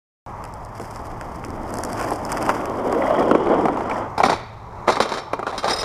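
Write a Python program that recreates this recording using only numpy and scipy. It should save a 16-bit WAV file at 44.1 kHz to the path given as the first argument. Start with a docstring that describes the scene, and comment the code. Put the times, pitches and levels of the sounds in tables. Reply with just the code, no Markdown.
"""A skateboard rolls over rough, cracked asphalt and passes close by, then knocks and slides on a low steel rail.
It slams down, and board and shoes clatter while the rail scrapes and squeals thinly; hiss, hum and wind lie behind.
Filtered random impacts make the rolling, grit and scrapes; short noise bursts and fading tones make the blows.
Tones with a shaky pitch make the squeal, filtered noise the hiss and wind, and one wavering tone the hum."""
import sys
import numpy as np
from scipy import signal
from scipy.fft import rfft, irfft, next_fast_len
from scipy.io import wavfile
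from scipy.ndimage import map_coordinates

SR = 44100
rng = np.random.default_rng(int(sys.argv[2]) if len(sys.argv) > 2 else 0)


def wav_record(signal):
    """Record a signal, one row per channel, as 16-bit PCM in the file named by sys.argv[1]."""
    frames = np.transpose(np.atleast_2d(signal))
    bounded = np.clip(frames, -1, 1)
    # unit amplitude maps onto the largest positive 16-bit level
    quanta = np.round(bounded * 32767).astype(np.int16)
    wavfile.write(sys.argv[1], SR, quanta)


N = 257544

# The tables below give the balance of pitches in a sound; its loudness is set where it is used.
# Crunch of fine grit: (frequency [Hz], level [dB])
GRIT_SPECTRUM = [(700, -19), (1400, 13), (2000, 10), (2600, -1), (3200, 0), (3900, -17.5), (4900, 6.5),
                 (6300, -1), (8000, -2), (10000, -4.5), (13000, -7.5), (15500, -23)]
# Snap of one stone: (frequency [Hz], level [dB])
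SNAP_SPECTRUM = [(1500, 7), (3000, -21), (3900, -27), (4900, 8), (6300, -4.5), (8000, 0), (10000, -2.5),
                 (13000, -15), (15500, -25)]
# Dull sound of a sole on stones, and of a stone tapping a wheel: (frequency [Hz], level [dB])
SOLE_SPECTRUM = [(500, -29), (1050, 0.5), (1400, -1), (1900, -11.5), (2650, -12.5), (3300, -21),
                 (4000, -44), (10000, -63)]
# Contact noise of the wooden board: (frequency [Hz], level [dB])
THWACK_SPECTRUM = [(60, -43), (200, -14.5), (450, 2), (800, 2), (1300, -2.5), (1700, -18), (2200, -17.5),
                   (4000, -31.5), (9000, -37), (15000, -51)]
# Clank of steel: (frequency [Hz], level [dB])
CLANK_SPECTRUM = [(700, 0), (1300, 11.5), (2100, 3.5), (2900, -6.5), (3900, 6), (4700, -4), (5400, 0),
                  (6600, -9), (7300, -7), (7900, -20), (8900, -9.5), (9800, -21), (10500, -17),
                  (12000, -27), (13500, -36), (15500, -42)]
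# Steel grinding on stone: (frequency [Hz], level [dB])
GRIND_SPECTRUM = [(1000, -5), (2000, 21), (2900, -5), (3900, -9), (5600, -5), (6500, -6), (7300, 0),
                  (7800, -8), (8700, 2), (9700, -24), (10700, -6), (11800, -11), (13500, -29), (15500, -44)]
# Tones of the rail when its foot slips or strikes: (frequency [Hz], level [dB])
SQUEAL_TONES = [(2579, -45.5), (2842, -52), (3160, -46), (3397, -52), (3570, -50), (3704, -44),
                (3763, -40.5), (3801, -38), (4025, -46), (4468, -43), (4628, -52), (4716, -44), (5050, -41),
                (5076, -31), (5157, -38), (5636, -42), (5695, -41), (6099, -50), (6266, -54), (6826, -58),
                (7055, -54), (7232, -49), (8323, -53), (8441, -48), (8764, -54), (9017, -48), (9109, -52),
                (10250, -53), (10697, -62), (11650, -63), (11800, -55)]


def amp(db):
    """Turn decibels into a gain."""
    return 10 ** (np.asarray(db) / 20)


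def unit(x):
    """Scale a sound to an rms (average strength) of 1."""
    return x / np.sqrt(np.mean(x ** 2) + 1e-20)


def along(points, hz):
    """Read a (frequency, value) table at the given frequencies, on a log axis."""
    table_hz, values = np.transpose(points)
    return np.interp(np.log(hz + 1), np.log(table_hz + 1), values)


def curves(rows):
    """Turn each column after the time into a curve with one value per sample."""
    s, *columns = np.transpose(rows)
    return [np.interp(np.arange(N) / SR, s, column) for column in columns]


def wobble(rate):
    """A smooth random curve through `rate` random points a second."""
    points = rng.standard_normal(int(N * rate / SR) + 4)
    return map_coordinates(points, [np.arange(N) * rate / SR])


def coloured(x, spectrum):
    """Filter x to the given spectrum without smearing it backwards in time, and scale it to rms 1."""
    m = 2 * next_fast_len(len(x))
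    level_db = along(spectrum, np.fft.rfftfreq(m, 1 / SR))
    # folding the cepstrum forwards gives a filter that responds only after its input
    cepstrum = irfft(np.log(amp(level_db)), m)
    cepstrum[1:m // 2] *= 2
    cepstrum[m // 2 + 1:] = 0
    response = np.exp(rfft(cepstrum))
    return unit(irfft(rfft(x, m) * response, m)[:len(x)])


def noise(spectrum, size=N):
    """Random noise with the given spectrum and rms 1."""
    return coloured(rng.standard_normal(size), spectrum)


def grains(rate, spread_db):
    """Tiny impacts at random times, about `rate` a second, with sizes scattered in decibels."""
    strikes = rng.random(N) < rate / SR
    size = amp(spread_db * np.clip(rng.standard_normal(N), -3, 3))
    return strikes * rng.choice([-1, 1], N) * size


def fade(t, t60):
    """Die away by 60 dB in t60 seconds, as a damped ring does."""
    return np.exp(-np.log(1000) * t / t60)


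def add(track, s, sound):
    """Mix a sound into the track, starting at s seconds."""
    part = track[max(round(s * SR), 0):][:len(sound)]
    part += sound[:len(part)]


def stroke(s, length, attack, release):
    """Loudness shape of a scrape: it rises, holds, and from s + length dies by 60 dB in `release` seconds."""
    t = np.arange(N) / SR - s
    return np.clip(t / attack, 0, 1) * fade(np.maximum(t - length, 0), release)


def nearness(s, pass_s=3.3, width_s=0.27):
    """A smooth bump in time: 1 when the board is closest, near 0 long before and after."""
    return np.exp(-((s - pass_s) / width_s) ** 2)


def outdoors(air_db=-37.0, hum_db=-44, hum_hz=110, wind_db=0.5, hum_drop_db=-9, hum_drop_s=4.85):
    """Distant hiss, a wavering low hum and a low wind rumble; hum and wind both turn quieter near 5 s."""
    # Distant hiss: (frequency [Hz], level [dB])
    air_spectrum = [(40, -23), (150, -4), (260, -10.5), (400, -5), (560, -7.5), (760, -1.5), (880, 2),
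                    (1150, -2.5), (1550, -17), (2100, -18), (2900, -34.5), (4000, -39), (6000, -34.5),
                    (10000, -48), (15000, -52)]
    # Level of the wind rumble, before wind_db and random gusts: (time [s], level [dB])
    wind_levels = [(0.27, -41.5), (1.3, -37), (2.5, -41), (3.4, -41), (4.3, -42), (4.85, -42.5),
                   (5.08, -55), (5.84, -40)]
    # Low buffeting of the wind: (frequency [Hz], level [dB])
    buffet_spectrum = [(15, -11), (28, 3), (50, -1.5), (70, 1.5), (130, -4), (220, -9), (500, -56)]
    t = np.arange(N) / SR
    hiss = amp(air_db + 1.3 * wobble(3.1)) * noise(air_spectrum)

    wavering_hz = hum_hz + 4 * wobble(24)
    hum = np.sqrt(2) * np.sin(2 * np.pi * np.cumsum(wavering_hz) / SR)
    drop = np.interp(t, [hum_drop_s, hum_drop_s + 0.13], [0, hum_drop_db])
    hum_level = hum_db + 2 * wobble(3.9) + drop

    wind, = curves(wind_levels)
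    gusts = amp(wind + wind_db + wobble(5.5))
    return hiss + amp(hum_level) * hum + gusts * noise(buffet_spectrum)


def rolling(rumble_db=-4, rasp_db=-3, near_dull_db=-0.5, ground_db=0.94, lift_off_s=4.02, spin_down_s=0.36):
    """Wheels strike the asphalt's stones: the deck rumbles, the wheels rasp and growl, loose grit crackles."""
    # Loudness as the board gathers speed, passes and moves off: (time [s], level [dB])
    roll_levels = [(0.27, -41.5), (0.7, -38.5), (1.05, -33.5), (1.35, -36.5), (1.85, -31), (2.05, -28),
                   (2.21, -30), (2.48, -23.5), (2.63, -26), (2.95, -23.5), (3.06, -19.5), (3.32, -22),
                   (3.44, -25), (3.52, -18), (3.63, -22), (3.73, -23.5), (3.88, -27), (3.93, -21.5),
                   (4.0, -23)]
    # Loudness of the grit under the wheels, before later trims: (time [s], level [dB])
    grit_levels = [(0.27, -66), (0.72, -61), (0.82, -48.5), (1.15, -55.5), (1.62, -57), (1.82, -51),
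                   (1.95, -45), (2.2, -49.5), (2.45, -51), (2.62, -55), (3.15, -48.5), (3.4, -52.5),
                   (3.87, -54), (3.93, -45.5), (4.03, -53)]
    # Low rumble within the rolling, before rumble_db: (time [s], level [dB])
    bass_levels = [(0.8, -5), (1.7, 4.5), (2.4, -0.5), (2.85, 2), (2.98, 3), (3.07, -4.5), (3.2, 6),
                   (3.33, 2), (3.55, 3.5), (3.7, 4), (3.93, -2.5), (4.0, -3)]
    # Rumble of the deck: (frequency [Hz], level [dB])
    rumble_spectrum = [(90, -23), (160, -11), (230, -1.5), (320, -0.5), (450, -5), (620, -4.5),
                       (900, -15.5), (1600, -42.5), (3000, -59), (9000, -82)]
    # Rasp of the wheels: (frequency [Hz], level [dB])
    rasp_spectrum = [(350, -13), (600, 3), (750, 4.5), (1050, 2.5), (1350, -5), (1650, -14), (2100, -15),
                     (2600, -26.5), (3200, -23.5), (3900, -38.5), (6000, -48), (12000, -86)]
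    t = np.arange(N) / SR
    level, = curves(roll_levels)
    grit, = curves(grit_levels)
    bass, = curves(bass_levels)
    deck = amp(rumble_db + bass) * coloured(grains(rate=3000, spread_db=4), rumble_spectrum)
    rasp = coloured(grains(rate=3000, spread_db=3), rasp_spectrum)
    wheels = amp(rasp_db + near_dull_db * nearness(t)) * rasp
    board = amp(level) * (deck + wheels + growl() + wheel_ring())
    ground = ground_db * wobble(45)  # coarse and smooth patches
    contact = fade(np.maximum(t - lift_off_s, 0), spin_down_s)  # dies away once the wheels leave the ground
    return (board + crackle(grit)) * amp(ground) * contact


def crackle(level, grit_db=1.5, tick_db=-2.5, dull_hz=9000):
    """Crushed grit, sparse ticks and snapping stones, losing treble as the board moves off ahead."""
    crushed = amp(grit_db + 3.5 * wobble(90)) * coloured(grains(rate=2800, spread_db=3.0), GRIT_SPECTRUM)
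    t = np.arange(SR // 50) / SR
    bursts = signal.fftconvolve(np.abs(grains(rate=130, spread_db=6)), fade(t, 0.004))[:N]
    ticks = amp(tick_db) * unit(bursts * noise(SNAP_SPECTRUM))
    near = amp(level) * (crushed + ticks) + stones()
    far = signal.lfilter(*signal.butter(2, dull_hz, fs=SR), near)
    away = np.interp(np.arange(N) / SR, [3.0, 3.6], [0, 1])
    return (1 - away) * near + away * far


def stones(level_db=-1.0, t60=0.0095, body_db=0, body_t60=0.013):
    """Single stones snap out from under a wheel and tap the wheel as they go, each a very short noise burst."""
    # The biggest stones, before later level changes: (time [s], snap [dB], tap on the wheel [dB])
    big_stones = [(0.44, -27, -27), (0.452, -31, -30), (0.539, -30, -53), (0.65, -32, -45),
                  (0.7986, -31, -26), (0.8444, -36, -37), (0.9605, -37, -29), (1.0691, -35, -37),
                  (1.2116, -29, -25), (1.359, -35, -46), (1.44, -37, -21), (1.4486, -24, -27),
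                  (1.705, -32, -44), (1.7398, -20.5, -37), (1.771, -25, -39), (1.786, -20, -36),
                  (1.836, -12, -33), (1.8498, -16.5, -37), (1.9007, -33, -28), (1.9306, -19, -24.5),
                  (2.0123, -20, -18), (2.1066, -22.5, -33), (2.1346, -26.5, -36), (2.159, -26, -36),
                  (2.2511, -19.5, -34), (2.3189, -12.5, -20), (2.326, -17, -27), (2.3717, -21.5, -20),
                  (2.427, -22, -30), (2.464, -24.5, -17), (2.493, -17, -11), (2.499, -26, -16),
                  (2.6562, -23.5, -24), (2.9257, -25.5, -19), (3.3106, -28, -26), (3.898, -28, -38),
                  (3.969, -38, -30)]
    out, t = np.zeros(N), np.arange(SR // 20) / SR
    for s, snap_db, tap_db in big_stones:
        add(out, s, amp(snap_db + level_db) * noise(SNAP_SPECTRUM, size=len(t)) * fade(t, t60))
        add(out, s, amp(tap_db + body_db) * noise(SOLE_SPECTRUM, size=len(t)) * fade(t, body_t60))
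    return out


def cracks(knock_db=0, second_db=-3.0, thump_db=0):
    """Two wheels drop into each crack in turn and knock the loaded deck."""
    # Cracks, with levels for the first wheel: (time [s], knock [dB], thump [dB], lag of the second wheel [s])
    crack_hits = [(0.797, -26, -21, 0.017), (2.015, -14.5, -25, 0.028), (2.117, -9.5, -20, .005),
                  (2.492, -2.5, -33, 0.0054), (2.927, -10, -18, 0.02), (3.106, -9, -21, 0.044),
                  (3.208, -9.5, -23, .016), (3.312, -3, -6, 0.038), (3.47, -11, -18, .029),
                  (3.655, -3.5, -14, 0.029), (3.771, -9.5, -35, 0.036), (3.897, -11.5, -33, 0.015)]
    out = np.zeros(N)
    for s, db, low_db, lag in crack_hits:
        for at, wheel_db in [(s, 0), (s + lag, second_db)]:
            wood = knock(pitch=1.0, thwack=2.2, thwack_t60=0.028)
            add(out, at, amp(db + wheel_db + knock_db) * wood)
            add(out, at, amp(low_db + wheel_db + thump_db) * thump(t60=0.059))
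    return out


def knock(pitch, thwack, thwack_t60, mean_db=-23):
    """One knock on the wooden deck: a dull contact burst and short fading tones, varied a little each time."""
    # Tones of the deck, before pitch and random changes: (frequency [Hz], level [dB], 60 dB decay time [s])
    deck_tones = [(434, -9.5, 0.1), (590, -9, 0.059), (750, 7, 0.029), (887, -0.5, 0.059),
                  (1059, 0.5, 0.041), (1307, -9.5, 0.042), (1910, -12, 0.029), (2276, -10, 0.027)]
    t = np.arange(SR // 6) / SR
    ring = np.zeros(len(t))
    for hz, db, t60 in deck_tones:
        tone_hz = hz * pitch * rng.normal(1, 0.025)
        tone = np.sin(2 * np.pi * tone_hz * t + rng.uniform(0, 2 * np.pi))
        ring += amp(db + rng.normal(0, 3.9)) * fade(t, t60) * tone
    contact = thwack * noise(THWACK_SPECTRUM, size=len(t)) * fade(t, thwack_t60)
    hit = (ring + contact) * (1 - np.exp(-t / 0.00039))  # a very quick, soft start
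    return amp(mean_db) * unit(hit)  # this low average leaves the peak near 1


def thump(t60):
    """The low push of a loaded deck: a quickly fading burst of low noise."""
    # Low push: (frequency [Hz], level [dB])
    thump_spectrum = [(40, -21), (130, -12.5), (250, 3.5), (420, -3), (600, -4), (1500, -72), (6000, -98)]
    t = np.arange(SR // 4) / SR
    return noise(thump_spectrum, size=len(t)) * fade(t, t60) * (1 - np.exp(-t / 0.00073))


def growl(level_db=-1, shake_rate=230, onset_s=1.94, rise_s=0.13):
    """The wheels' hollow resonance glides as the board carves past, shaken at random by the ground."""
    # Gliding growl, before level_db: (time [s], centre [Hz], level relative to the rolling [dB])
    growl_path = [(2.1, 739, -2), (2.3, 691.8, -16), (2.75, 431.5, -8.5), (2.95, 520, 0.5),
                  (3.08, 672.8, 1), (3.2, 590, -4.5), (3.33, 439.8, 1.5), (3.66, 371, -3), (3.9, 331, -22)]
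    centre, share = curves(growl_path)
    shake = wobble(shake_rate) + 1j * wobble(shake_rate)  # spreads the tone into a band
    rise = np.clip((np.arange(N) / SR - onset_s) / rise_s, 0, 1)  # once up to speed
    carrier = np.exp(2j * np.pi * np.cumsum(centre) / SR)
    return rise * amp(share + level_db) * unit(np.real(shake * carrier))


def scuff(level_db=0, grit_db=-6, attack_s=0.016, release_s=0.5):
    """A pushing shoe crunches over loose stones: many tiny impacts, filtered as sole and grit."""
    # Scuffs, before random crunching: (time [s], length before the release [s], level [dB])
    shoe_scuffs = [(1.956, 0.083, -35), (2.28, 0.25, -34.5)]
    level = sum(amp(db) * stroke(s, length, attack_s, release_s) for s, length, db in shoe_scuffs)
    sole = amp(level_db) * coloured(grains(rate=1800, spread_db=5.5), SOLE_SPECTRUM)
    grit = amp(grit_db) * coloured(grains(rate=1700, spread_db=5.5), GRIT_SPECTRUM)
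    return level * amp(4.1 * wobble(80)) * (sole + grit)


def wheel_ring(level_db=-25, ring_hz=3100, shake_rate=600, rattle_db=3):
    """The hard wheels ring faintly with the jolts, a randomly shaken tone heard only close by."""
    t = np.arange(N) / SR
    shake = wobble(shake_rate) + 1j * wobble(shake_rate)
    ring = unit(np.real(shake * np.exp(2j * np.pi * ring_hz * t)))
    return amp(level_db + rattle_db * wobble(70)) * nearness(t) * ring


def creaks(level_db=-5.5, t60=0.031, rough=1.0):
    """The trucks creak in short rough chirps as the rider leans and crouches."""
    # Creaks, before level_db: (time [s], level [dB], frequency [Hz])
    truck_creaks = [(3.0205, -11, 2040), (3.0674, -14, 1960), (3.1822, -12.5, 1880), (3.2196, -21, 1680),
                    (3.912, -12, 2190), (3.9614, -17.5, 1840)]
    out, t = np.zeros(N), np.arange(SR // 10) / SR
    for s, db, hz in truck_creaks:
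        phase = 2 * np.pi * hz * t + rough * wobble(620)[:len(t)]
        chirp = np.sin(phase) * fade(t, t60) * (1 - np.exp(-t / 0.00074))
        add(out, s, amp(db + level_db) * chirp)
    return out


def drag(wood_db=-1, steel_db=-10.5, chatter_db=2.5, attack_s=0.015, release_s=0.25):
    """The board drags on rail and ground: wood and steel scrape and chatter, the steel in many tiny catches."""
    # Drags, before later level changes: (time [s], length before the release [s], level [dB])
    board_drags = [(4.177, 0.03, -33), (4.246, 0.12, -33), (4.353, .51, -49), (4.868, 0.032, -20.5),
                   (5.028, 0.031, -28.5), (5.078, 0.11, -33.5), (5.458, 0.1, -32.5), (5.625, 0.096, -22.5),
                   (5.77, .08, -31.5)]
    level = sum(amp(db) * stroke(s, length, attack_s, release_s) for s, length, db in board_drags)
    wood = amp(wood_db) * noise(THWACK_SPECTRUM)
    steel = amp(steel_db) * coloured(grains(rate=2200, spread_db=5), CLANK_SPECTRUM)
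    return level * amp(chatter_db * wobble(160)) * (wood + steel)


def blows(wood_db=0, slap_s=0.00449, slap_db=-8.5, loaded_db=-15, free_db=-20, foot_db=-3, step_off_s=4.4,
          click_db=-7, click_t60=0.013):
    """Each blow knocks the wood twice, clanks the steel and thumps, more so with the rider still on the board."""
    # Board, trucks and shoes on rail and ground: (time [s], wood level [dB], steel level [dB], wood pitch ratio)
    board_blows = [(4.179, -8, -32, 1.06), (4.189, -15, -44, 1.01), (4.202, -1.5, -40, 1.03),
                   (4.21, -10, -49, 1), (4.2336, -5, -22.5, 0.59), (4.237, 1.5, -35, 1),
                   (4.2528, -14, -23.5, 1), (4.26, -5.5, -33, 0.95), (4.284, -7.5, -37, 1.05),
                   (4.296, -5, -25, 1.03), (4.299, -6, -24.5, .95), (4.318, -7.5, -34, .9),
                   (4.329, -6, -27.5, 1.1), (4.874, -17, -50, 0.77), (4.88, -1.5, -31.5, 0.91),
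                   (4.889, -1, -34, 0.88), (4.895, -5.5, -39, .95), (4.901, -11, -23.5, 0.95),
                   (4.923, -21, -25.5, 1), (4.956, -17, -28, 0.87), (4.969, -7.5, -37, 1.1),
                   (5.002, -1.5, -19.5, 1.08), (5.022, -28, -20.5, 0.77), (5.091, -24, -31.5, 1.2),
                   (5.119, -12.5, -28.5, 0.97), (5.138, -36, -27.5, 1), (5.173, -19.5, -30.5, 0.67),
                   (5.183, -20, -32, .9), (5.332, -6.5, -38, 1.04), (5.392, -12.5, -46, 0.88),
                   (5.428, -13, -49, 1.07), (5.467, -11.5, -34, 1.34), (5.477, -18, -41, 0.89),
                   (5.526, -17, -51, 0.89), (5.545, -19, -56, 1.05), (5.579, -17, -25, 1.23),
                   (5.643, -8, -26.5, 0.88), (5.68, -9, -25, 1.16), (5.698, -14, -30, 1.03),
                   (5.708, -20.5, -22.5, 1.14), (5.831, -14, -28.5, 0.85)]
    out, t = np.zeros(N), np.arange(SR // 20) / SR
    for s, db, steel_db, pitch in board_blows:
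        for delay, again_db in [(0, 0), (slap_s, slap_db)]:  # the deck flexes and slaps again
            wood = knock(pitch, thwack=1.84, thwack_t60=0.03)
            add(out, s + delay, amp(db + wood_db + again_db) * wood)
        add(out, s, amp(steel_db) * clank())
        click = noise(GRIND_SPECTRUM, size=len(t)) * fade(t, click_t60)  # the hard first contact
        add(out, s, amp(steel_db + click_db) * click)
        weight = amp(db + (loaded_db if s < step_off_s else free_db))
        foot = amp(steel_db + foot_db)  # the rail's foot thuds too
        add(out, s, np.hypot(weight, foot) * thump(t60=0.071))
    return out


def clank(clank_db=2, ring_db=-7.5, clank_t60=0.096, ring_t60=0.16):
    """Steel meets steel: a noise burst for the trucks' clank, fading tones for the rail left ringing."""
    # Tones of the rail, before random changes: (frequency [Hz], level [dB])
    rail_tones = [(2137, -47), (2358, -47), (2745, -50), (3160, -42.5), (3408, -63), (3693, -53),
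                  (3797, -54), (3935, -44.5), (4026, -42), (4204, -55), (4520, -38), (4721, -58),
                  (5087, -54.5), (5362, -52), (5647, -58), (5760, -51), (6115, -56), (6616, -65),
                  (7270, -61), (8436, -53), (8974, -59), (10212, -67), (11660, -71)]
    t = np.arange(SR // 3) / SR
    hz, mode_db = np.transpose(rail_tones)
    decays = fade(t, ring_t60 * np.sqrt(4000 / hz[:, None]))  # ring_t60 holds at 4000 Hz; higher tones die sooner
    shares = amp(mode_db) * rng.standard_normal(len(hz))  # each spot wakes other tones
    loaded_hz = hz * rng.normal(1, 0.005, len(hz))  # the load on the rail detunes them
    tones = decays * np.sin(2 * np.pi * loaded_hz[:, None] * t)
    ring = shares @ tones / np.linalg.norm(shares)
    burst = noise(CLANK_SPECTRUM, size=len(t)) * fade(t, clank_t60)
    return amp(clank_db) * burst + amp(ring_db) * ring


def foot_taps(level_db=0, t60=0.12, bright_db=5):
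    """The rail's bare foot strikes asphalt and rings with the tones of its squeal, the high ones boosted."""
    # Taps of the foot: (time [s], level [dB])
    taps = [(4.18, -35), (4.2525, -29), (5.003, -30), (5.579, -30.5)]
    out, t = np.zeros(N), np.arange(SR // 5) / SR
    hz, mode_db = np.transpose(SQUEAL_TONES)
    boost_db = bright_db * np.log2(hz / hz[0])  # bright_db more for each octave up
    for s, db in taps:
        shares = amp(mode_db + boost_db + rng.normal(0, 2.6, len(hz)))
        ring = shares @ np.sin(2 * np.pi * (hz[:, None] * t + rng.random((len(hz), 1))))
        add(out, s, amp(db + level_db) * unit(ring) * fade(t, t60))
    return out


def axle_ping(s=5.172, level_db=-43, ring_hz=5420, sag_hz_per_s=600, waver=1.1, t60=0.38):
    """A steel part, probably an axle, is struck free and rings on as one fading tone, wavering and sinking."""
    t = np.maximum(np.arange(N) / SR - s, 0)
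    phase = 2 * np.pi * (ring_hz - sag_hz_per_s * t / 2) * t + waver * wobble(220)
    return amp(level_db) * (t > 0) * fade(t, t60) * np.sin(phase)


def squeal(level_db=0, waver_hz=40, grit_db=-11):
    """The rail's foot slips on asphalt in short bursts; the steel sings, wavering in pitch and level."""
    # Slips of the foot: (time [s], level [dB], time scale of the swell [s], pitch ratio)
    foot_slips = [(5.675, -28, 0.022, .992), (5.693, -22, 0.026, 1), (5.73, -23, 0.015, 1),
                  (5.758, -28, 0.017, 1.003), (5.781, -27, 0.034, .996), (5.803, -30, 0.021, 1)]
    out, t = np.zeros(N), np.arange(SR // 4) / SR

    def drift(rate):
        """A random curve of straight lines between `rate` points a second."""
        return np.interp(t * rate, np.arange(rate), rng.standard_normal(rate))

    for s, db, length, pitch in foot_slips:
        tones = np.zeros(len(t))
        for hz, mode_db in SQUEAL_TONES:
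            bend = 1 + 0.003 * drift(30)
            jitter_hz = waver_hz * drift(250)  # the foot quickly sticks and slips
            slip_hz = hz * pitch * bend + jitter_hz
            turns = np.cumsum(slip_hz) / SR + rng.random()
            tones += amp(mode_db + 4 * drift(150)) * np.sin(2 * np.pi * turns)
        grind = amp(grit_db + 3 * drift(400)) * noise(GRIND_SPECTRUM, size=len(t))
        u = t / length
        push = 2 * np.e * u * np.exp(-2 * u - u ** 2 / 2)  # swells, then sticks again
        add(out, s, amp(db + level_db) * push * (unit(tones) + grind))
    return out


def yard(x):
    """Trees around the lot scatter a faint tail back: noise that fades at its own speed for each pitch."""
    # Length of the tail: (frequency [Hz], 60 dB decay time [s])
    tail_times = [(150, 0.49), (1000, 0.55), (2300, 0.9), (4000, 0.82), (8000, 0.3), (14000, 0.15)]
    hz, t, z = signal.stft(rng.standard_normal(SR), SR, nperseg=256)
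    fading = z * fade(t, along(tail_times, hz)[:, None])
    tail = signal.istft(fading, SR, nperseg=256)[1]
    return signal.fftconvolve(x, tail / np.linalg.norm(tail))[:N]


def scene():
    """The ride and the fall in the open lot; only the fall gets the scattered tail."""
    ride = rolling() + cracks() + scuff() + creaks()
    fall = drag() + blows() + foot_taps() + axle_ping() + squeal()
    return (outdoors() + ride + fall + amp(-15.5) * yard(fall))[None]


def record(dry):
    """Switch the sound on, round off the highest peaks and keep nothing above the band limit."""
    start_s, top_hz = 0.263, 15200
    x = dry * (np.arange(N) / SR >= start_s)
    x = x / (1 + np.abs(x) ** 6) ** (1 / 6)  # bends peaks smoothly to stay below 1
    m = next_fast_len(N + SR // 2)
    keep = np.fft.rfftfreq(m, 1 / SR) < top_hz
    return irfft(rfft(x, m) * keep, m)[..., :N]


dry = scene()
out = record(dry)
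wav_record(out)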